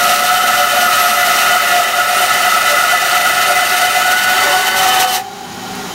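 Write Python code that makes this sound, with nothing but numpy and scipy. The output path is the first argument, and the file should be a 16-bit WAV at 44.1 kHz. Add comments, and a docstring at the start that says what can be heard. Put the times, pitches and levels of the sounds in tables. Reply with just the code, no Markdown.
"""A harsh, pitched chatter: a bandsaw rips a thin strip off a wooden block, close by in a small workshop.
The blade vibrates in the kerf at two pitches; striking the walls adds an octave and sum tones.
The teeth rasp, hiss and whistle. The last fibres tear, the free blade rings out,
and gain control lifts the hum of the idling machine. Mono."""
import sys
import numpy as np
from scipy.fft import rfft, irfft, next_fast_len
from scipy.io import wavfile
from scipy.ndimage import uniform_filter1d, minimum_filter1d, map_coordinates

SR = 44100
rng = np.random.default_rng(int(sys.argv[2]) if len(sys.argv) > 2 else 0)


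def int16_out(signal):
    """Quantize to a 16-bit WAV file."""
    q = np.round(np.clip(np.atleast_2d(signal).T, -1, 1) * 32767)
    wavfile.write(sys.argv[1], SR, q.astype(np.int16))


N = 261950
TIME = np.arange(N) / SR
LOOSE_S, LET_GO_S, CUT_END_S = 4.76, 5.07, 5.182

# main blade vibration, rising as the kerf loosens its grip: t/s, f/Hz
MAIN_PITCH = [(0, 707), (.35, 730), (1.0, 711), (1.3, 719), (1.85, 709), (2.1, 722), (3.0, 716),
              (4.55, 738), (4.85, 751), (5.2, 743)]
# second, lower blade vibration: t/s, f/Hz
SECOND_PITCH = [(0, 581.2), (4.2, 586.2), (4.84, 565), (4.88, 511)]
# evenness of the vibration: t/s, clean share/0-1
EVENNESS = [(0, 0.61), (3.0, 0.23), (4.2, 0.55), (4.7, 0.76), (5.2, 0.92)]
# blade emerging from the block: t/s, share/0-1
EMERGENCE = [(0, 0), (4.0, 0.32), (4.36, 0.5), (4.47, 0.84), (5.0, 0.8)]
# main vibration flaring in hard grain: t/s, sigma/s, rise/dB
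GRAIN_FLARES = [(0.087, 0.018, 6.5), (0.477, 0.09, 4.5), (0.58, 0.045, 1), (0.796, 0.031, 4.5),
                (1.553, 0.012, 8), (1.788, .025, 7), (2.218, 0.04, 1), (3.405, 0.13, 2.5),
                (3.817, 0.026, 7.5), (3.98, 0.024, 9), (4.106, 0.016, 2), (4.573, 0.039, 5),
                (4.67, 0.022, 5), (4.945, 0.025, 2)]
# hand feed pressure: t/s, chatter gain/dB
HAND_FEED = [(0, -1.5), (.25, -0.5), (1.1, -.5), (1.75, 1), (2.8, 0), (3.9, 0), (4.3, 0), (4.5, 0),
             (4.72, -3), (4.9, 0)]
def chatter():
    """Two blade vibrations strike the kerf walls, which adds octave and sum tones."""
    (main_hz,), (second_hz,) = curves(MAIN_PITCH), curves(SECOND_PITCH)
    (even,), (emerged,), (feed_db,) = curves(EVENNESS), curves(EMERGENCE), curves(HAND_FEED)
    flare_db = sum(db * swell(s, sigma_s) for s, sigma_s, db in GRAIN_FLARES)
    main = amp(flare_db) * tone_gain("main") * ring(main_hz, width_hz=39.3, clean=even)
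    contact = tone_gain("second") * ring(second_hz, width_hz=13.5, clean=0.51)
    contact += tone_gain("octave") * ring(2 * main_hz, width_hz=39, clean=even + 0.066)
    contact += tone_gain("lower sum") * ring(main_hz + second_hz, width_hz=62, clean=0.13 * (1 - emerged))
    contact += tone_gain("upper sum") * ring(2 * main_hz + second_hz - 20, width_hz=44, clean=0.27)
    contact += tone_gain("guide") * ring(3035, width_hz=51, clean=0.05 + 0.14 * emerged)
    release_db = -85 * np.maximum(TIME - LET_GO_S, 0)  # the last fibres let go
    return amp(feed_db) * (amp(0.99 * release_db) * main + amp(release_db) * contact)


# stages of the cut (start, deep, breakout): t/s
STAGE_TIMES_S = [0, 3.56, 4.83]
# chatter tones by name: level/dB at start, deep, breakout, strip loose; load swing/(dB/dB)
CHATTER_TONES = { "main": (-20.5, -20.5, -23.5, -16.5, 1.5), "second": (-31.5, -35, -34.5, -36, 0.2),
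                 "octave": (-21.5, -20, -18, -27, 1.1), "lower sum": (-17, -18.5, -28.5, -25, -.4),
                 "upper sum": (-25.5, -21, -27, -34, 0.2), "guide": (-28, -28, -26.5, -28.5, 1.9), }
def tone_gain(name):
    """Gain of a chatter tone: set by the stage of the cut, swung by wheel load and uneven grain."""
    *stage_db, loose_db, swing = CHATTER_TONES[name]
    gripped_db = np.interp(TIME, STAGE_TIMES_S, stage_db)
    level_db = gripped_db + looseness() * (loose_db - gripped_db)
    return amp(level_db + swing * wheel_load_db() + 1.05 * wobble(21.914))


def wheel_load_db(turn_hz=4.285, press_s=0.12):
    """The wheels press the blade into the wood once a turn, and again half a turn later."""
    angle = 2 * np.pi * turn_hz * (TIME - press_s)
    return 0.34 * np.cos(angle) + 0.96 * np.cos(2 * angle)


def looseness(ramp_s=0.051):
    """0 while the strip grips the blade, 1 once it is too thin to hold it."""
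    return np.clip((TIME - LOOSE_S) / ramp_s, 0, 1)


# cutting noise: t/s, hiss level/dB, rasp level/dB
CUT_LEVELS = [(0, -21.5, -25), (1.1, -22, -24), (1.6, -22.3, -22.5), (1.77, -21, -19), (2.0, -22, -22.5),
              (3.5, -22, -22), (4.3, -24, -24.5), (4.5, -25.5, -24), (4.68, -23, -25.5), (4.74, -29, -29),
              (4.79, -22, -26.5), (5.01, -24.5, -23), (5.08, -25.5, -29.5), (5.16, -20.5, -28.5),
              (5.22, -32, -30.5)]
# chip hiss spectrum: f/Hz, relative density/dB
HISS_SPECTRUM = [(1500, -14), (3250, -1), (4200, 2), (4800, -3.5), (5900, 1), (7000, -5), (9000, -2.5),
                 (10350, -11), (11200, -3.5), (14000, -7.5), (16000, -8)]
# wood rasp spectrum: f/Hz, relative density/dB
RASP_SPECTRUM = [(25, -32), (100, -11), (200, -14.5), (320, -7.5), (480, -16.5), (650, 3), (1000, -6.5),
                 (1400, -6.5), (2000, 3.5), (2300, -2.5), (2800, 6), (3230, -8.5), (3600, -5), (5000, -6),
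                 (12000, -14.5)]
# block and table modes: f/Hz, width/Hz, gain/dB deep in the cut, gain/dB fully emerged
BLOCK_MODES = [(388.5, 46, -17, -8), (517.5, 15, -15.5, -29), (818, 95, -22, -4), (891, 70, -15, -2),
               (1033, 62, -39, -6), (1131, 24, -23.5, 0.5), (1656, 27, -18, -26), (1752, 16.5, -6.5, -5.5),
               (1874, 260, -7, -2), (2472, 7.1, -9.5, -14), (2570, 25, -20, -23), (3675, 126, -9.5, -7.5)]
# blade speed, rising as the load eases: t/s, tooth rate/Hz
TOOTH_RATE = [(0, 2274), (2.6, 2273), (3.8, 2279), (5.2, 2291)]
def cutting():
    """Each tooth tears out a chip: pulsed hiss, rasp, and the block ringing and droning on the table."""
    (hiss_db, rasp_db), (tooth_hz,), (emerged,) = curves(CUT_LEVELS), curves(TOOTH_RATE), curves(EMERGENCE)
    bite = 1 + 0.18 * np.cos(2 * np.pi * np.cumsum(tooth_hz) / SR)
    load_db = 0.57 * wheel_load_db() + 1.1 * wobble(50)  # wheels and grain
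    chips = unit(bite * amp(2 * wobble(1400)) * noise(HISS_SPECTRUM))
    hiss = amp(hiss_db + load_db + 0.05) * chips
    rasp = amp(rasp_db + load_db + 3 - emerged) * noise(RASP_SPECTRUM)
    modes = sum(amp(deep_db + emerged * (out_db - deep_db)) * ring(hz, width_hz)
                for hz, width_hz, deep_db, out_db in BLOCK_MODES)
    drone = amp(-40 - 2 * TIME) * ring(230, width_hz=16)
    return reflections(hiss + rasp) + amp(rasp_db) * modes + drone


# tooth-set whistle: multiple of the three-tooth rate, level/dB re hiss
SET_PARTIALS = [(11, -26), (13, -32), (14, -28), (16, -25), (17, -25), (19, -25)]
def set_whistle():
    """The left-right-straight set of the teeth whistles at multiples of a third of the tooth rate."""
    (hiss_db, _), (tooth_hz,) = curves(CUT_LEVELS), curves(TOOTH_RATE)
    whistle = sum(amp(db + 2 * wobble(4)) * ring(multiple * tooth_hz / 3, width_hz=34, clean=0.35)
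                  for multiple, db in SET_PARTIALS)
    brush_db = 8 * swell(5.145, sigma_s=0.035)  # teeth brush the last splinter
    return amp(hiss_db + brush_db) * whistle


# tooth-rate overtones: multiple, level/dB at start, deep, breakout
TOOTH_PARTIALS = [(2, -46, -35, -37), (3, -43, -36, -42), (4, -39, -34.5, -43), (5, -37, -41, -44),
                  (6, -40, -42, -48)]
# brief shrieks on one overtone: t/s, sigma/s, multiple, peak/dB
TOOTH_SHRIEKS = [(1.1, .2, 5, -31), (1.1, .2, 6, -38), (2.2, .15, 4, -35), (3.65, .28, 4, -33),
                 (3.78, .12, 5, -35)]
def tooth_shrill():
    """The passing teeth sound overtones of their rate, weaker once the strip is loose."""
    (tooth_hz,) = curves(TOOTH_RATE)
    shrill = 0
    for multiple, *stage_db in TOOTH_PARTIALS:
        held = amp(np.interp(TIME, STAGE_TIMES_S, stage_db) + wobble(3.76) - 6.5 * looseness())
        shriek = sum(amp(db) * swell(s, sigma_s) for s, sigma_s, k, db in TOOTH_SHRIEKS if k == multiple)
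        shrill += np.hypot(held, shriek) * ring(multiple * tooth_hz, width_hz=27, clean=0.74)
    return shrill


# teeth catching: t/s, peak/dB
GRAIN_CATCHES = [(.1, -28), (.62, -25.5), (.755, -23), (1.77, -24.5), (2.73, -19.5), (3.518, -20.5),
                 (4.48, -25)]
def catching():
    """Teeth catch in hard grain and throw the blade sideways, exciting its lower vibration."""
    (second_hz,) = curves(SECOND_PITCH)
    return bursts(GRAIN_CATCHES, sigma_s=0.022) * ring(second_hz, width_hz=150, clean=0.83)


# last fibres tearing: t/s, relative peak/dB
FIBRE_TEARS = [(4.7785, -7), (4.8294, -6), (4.8894, -2.5), (4.9444, -3), (5.01, 2.5), (5.0494, -12),
               (5.0988, -6), (5.1557, -5)]
def tearing():
    """The thin end of the strip flutters into the teeth in short bursts."""
    rough_hiss = unit(amp(1.9 * wobble(900)) * noise(HISS_SPECTRUM))
    return amp(-17.5) * bursts(FIBRE_TEARS, sigma_s=0.012) * rough_hiss


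# blade rubbing the guide: t/s, peak/dB
GUIDE_SQUEALS = [(4.793, -25), (4.92, -19), (5.108, -21.5)]
def squealing():
    """The loose blade squeals against its guide."""
    return bursts(GUIDE_SQUEALS, sigma_s=0.011) * ring(3035, width_hz=30, clean=0.65)


# free blade modes: f/Hz, width/Hz, running level/dB, ring-out level/dB
BLADE_MODES = [(750, 3.5, -48.5, -41.5), (762, 11, -49, -35), (811, 3.5, -61, -30), (1406, 15, -51.5, -60),
               (3080, 20, -53, -59.5), (3890, 130, -54, -54), (6800, 160, -54, -68), (7090, 69, -72, -70),
               (9450, 500, -61, -68.5)]
def free_blade(rise_s=0.21, t60_s=1.45):
    """The running blade rings faintly throughout; its modes swell as the cut ends, then ring out."""
    since_s = TIME - CUT_END_S
    ring_out = np.clip(1 + since_s / rise_s, 0, 1) * after_cut(t60_s)
    return sum((amp(run_db) + amp(ring_db) * ring_out) * ring(hz, width_hz, clean=0.83 * (width_hz < 10))
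               for hz, width_hz, run_db, ring_db in BLADE_MODES)


# motor and wheel tones: f/Hz, level/dB
MOTOR_TONES = [(90, -58), (112, -51.5), (188, -50.5), (200, -59), (222, -69), (246, -49), (300, -57.5),
               (370, -55), (403, -49)]
# running band spectrum: f/Hz, relative density/dB
BAND_SPECTRUM = [(25, -40), (55, -11), (100, -22), (140, -7.5), (188, -4), (267, -9.5), (400, -5),
                 (480, -13.5), (800, -7.5), (1050, -9), (2500, -15), (6400, -17.5), (8000, -25.5),
                 (15500, -28.5)]
def machine():
    """Motor and wheels hum under the rush of the running band."""
    hum = sum(amp(db) * ring(hz, width_hz=2.7, clean=0.63) for hz, db in MOTOR_TONES)
    rush = amp(-37 + 0.24 * wobble(25)) * reflections(noise(BAND_SPECTRUM))
    return hum + rush


# chip impact: t/s, peak/dB
CHIP_TICKS = [(5.757, -43)]
def chip_tick():
    """A stray chip flicks against the running teeth."""
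    flick = sum(amp(db) * np.exp(-np.abs(TIME - s) / 0.0033) for s, db in CHIP_TICKS)
    return flick * noise([(3000, -25), (8000, 2), (12000, 5.5), (16000, -4.5)])


# echoes off table, fence and guard: delay/s, linear gain
NEAR_ECHOES = [(.0029, -.11), (.0047, .1), (.0083, .1), (.0126, -.09)]
def reflections(x):
    """Close hard surfaces comb the spectrum with their echoes."""
    return filtered(x, lambda hz: 1 + sum(gain * np.exp(-2j * np.pi * hz * s) for s, gain in NEAR_ECHOES))


def amp(db):
    return 10 ** (np.asarray(db) / 20)


def unit(x):
    """Scale to rms 1."""
    return x / np.sqrt(np.mean(np.abs(x) ** 2) + 1e-20)


def curves(rows):
    """Per-sample values of each column after t/s."""
    times_s, *columns = np.transpose(rows)
    return [np.interp(TIME, times_s, column) for column in columns]


def swell(centre_s, sigma_s):
    """Gaussian of height 1."""
    return np.exp(-0.5 * ((TIME - centre_s) / sigma_s) ** 2)


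def bursts(rows, sigma_s):
    """Envelope of swells from rows of t/s, peak/dB."""
    return sum(amp(db) * swell(s, sigma_s) for s, db in rows)


def after_cut(t60_s):
    """Gain of 1 until the cut ends, then exponential decay."""
    return amp(-60 * np.maximum(TIME - CUT_END_S, 0) / t60_s)


def wobble(knots_per_s):
    """Smooth random curve, rms 1."""
    knots = rng.standard_normal(int(N * knots_per_s / SR) + 4)
    return unit(map_coordinates(knots, [TIME * knots_per_s]))


def filtered(x, response):
    """Apply a frequency response, a function of f/Hz."""
    size = next_fast_len(N + 8192)
    return irfft(rfft(x, size) * response(np.fft.rfftfreq(size, 1 / SR)), size)[:N]


def noise(spectrum):
    """Noise of rms 1, coloured by rows of f/Hz, level/dB."""
    points_hz, db = np.transpose(spectrum)
    white = rng.standard_normal(N)
    return unit(filtered(white, lambda hz: amp(np.interp(np.log(hz + 1), np.log(points_hz), db))))


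def ring(hz, width_hz, clean=0):
    """Vibration of rms 1: a clean share of the power, the rest wandering in size and phase."""
    size = 16384
    offset_hz = np.fft.fftfreq(size, N / SR / size)
    shape = 1 / np.sqrt((1 + (2 * offset_hz / width_hz) ** 2) * (1 + (offset_hz / width_hz / 2) ** 2))
    white = rng.standard_normal(size) + 1j * rng.standard_normal(size)
    wander = unit(np.fft.ifft(shape * white))
    wander = np.interp(np.arange(N) * size / N, np.arange(size), wander)
    phase = 2 * np.pi * (np.cumsum(hz * np.ones(N)) / SR + rng.random())
    narrowband = wander.real * np.cos(phase) - wander.imag * np.sin(phase)
    return np.sqrt(2) * (np.sqrt(clean) * np.cos(phase) + np.sqrt(1 - clean) * narrowband)


def scene():
    """The cut stops as the blade leaves the wood; the machine runs on."""
    cut = chatter() + squealing() + catching() + cutting() + set_whistle() + tooth_shrill() + tearing()
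    mono = after_cut(t60_s=0.18) * cut + machine() + free_blade() + chip_tick()
    return np.array([mono, mono])


def gain_control(x, target_db, max_gain_db, release_db_per_s, hold_s):
    """Loud sound pushes the gain down at once; it creeps back up after a short hold."""
    level_db = 10 * np.log10(np.abs(uniform_filter1d(x ** 2, size=1300)) + 1e-9)
    wanted_db = np.minimum(target_db - level_db, max_gain_db)
    hold_samples = int(hold_s * SR) | 1
    held_db = minimum_filter1d(wanted_db, hold_samples, origin=hold_samples // 2)
    release_db = release_db_per_s * TIME
    gain_db = np.minimum.accumulate(held_db - release_db) + release_db
    return x * amp(uniform_filter1d(gain_db, size=400))


def record(dry):
    """Gain control, rounded peaks and a band limit, alike on both channels."""
    x = gain_control(dry[0], target_db=-10, max_gain_db=11, release_db_per_s=15, hold_s=0.1)
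    x = x / (1 + np.abs(x / 0.78) ** 8) ** (1 / 8)
    x = filtered(x, lambda hz: hz < 15760)
    return np.array([x, x])


dry = scene()
out = record(dry)
int16_out(out)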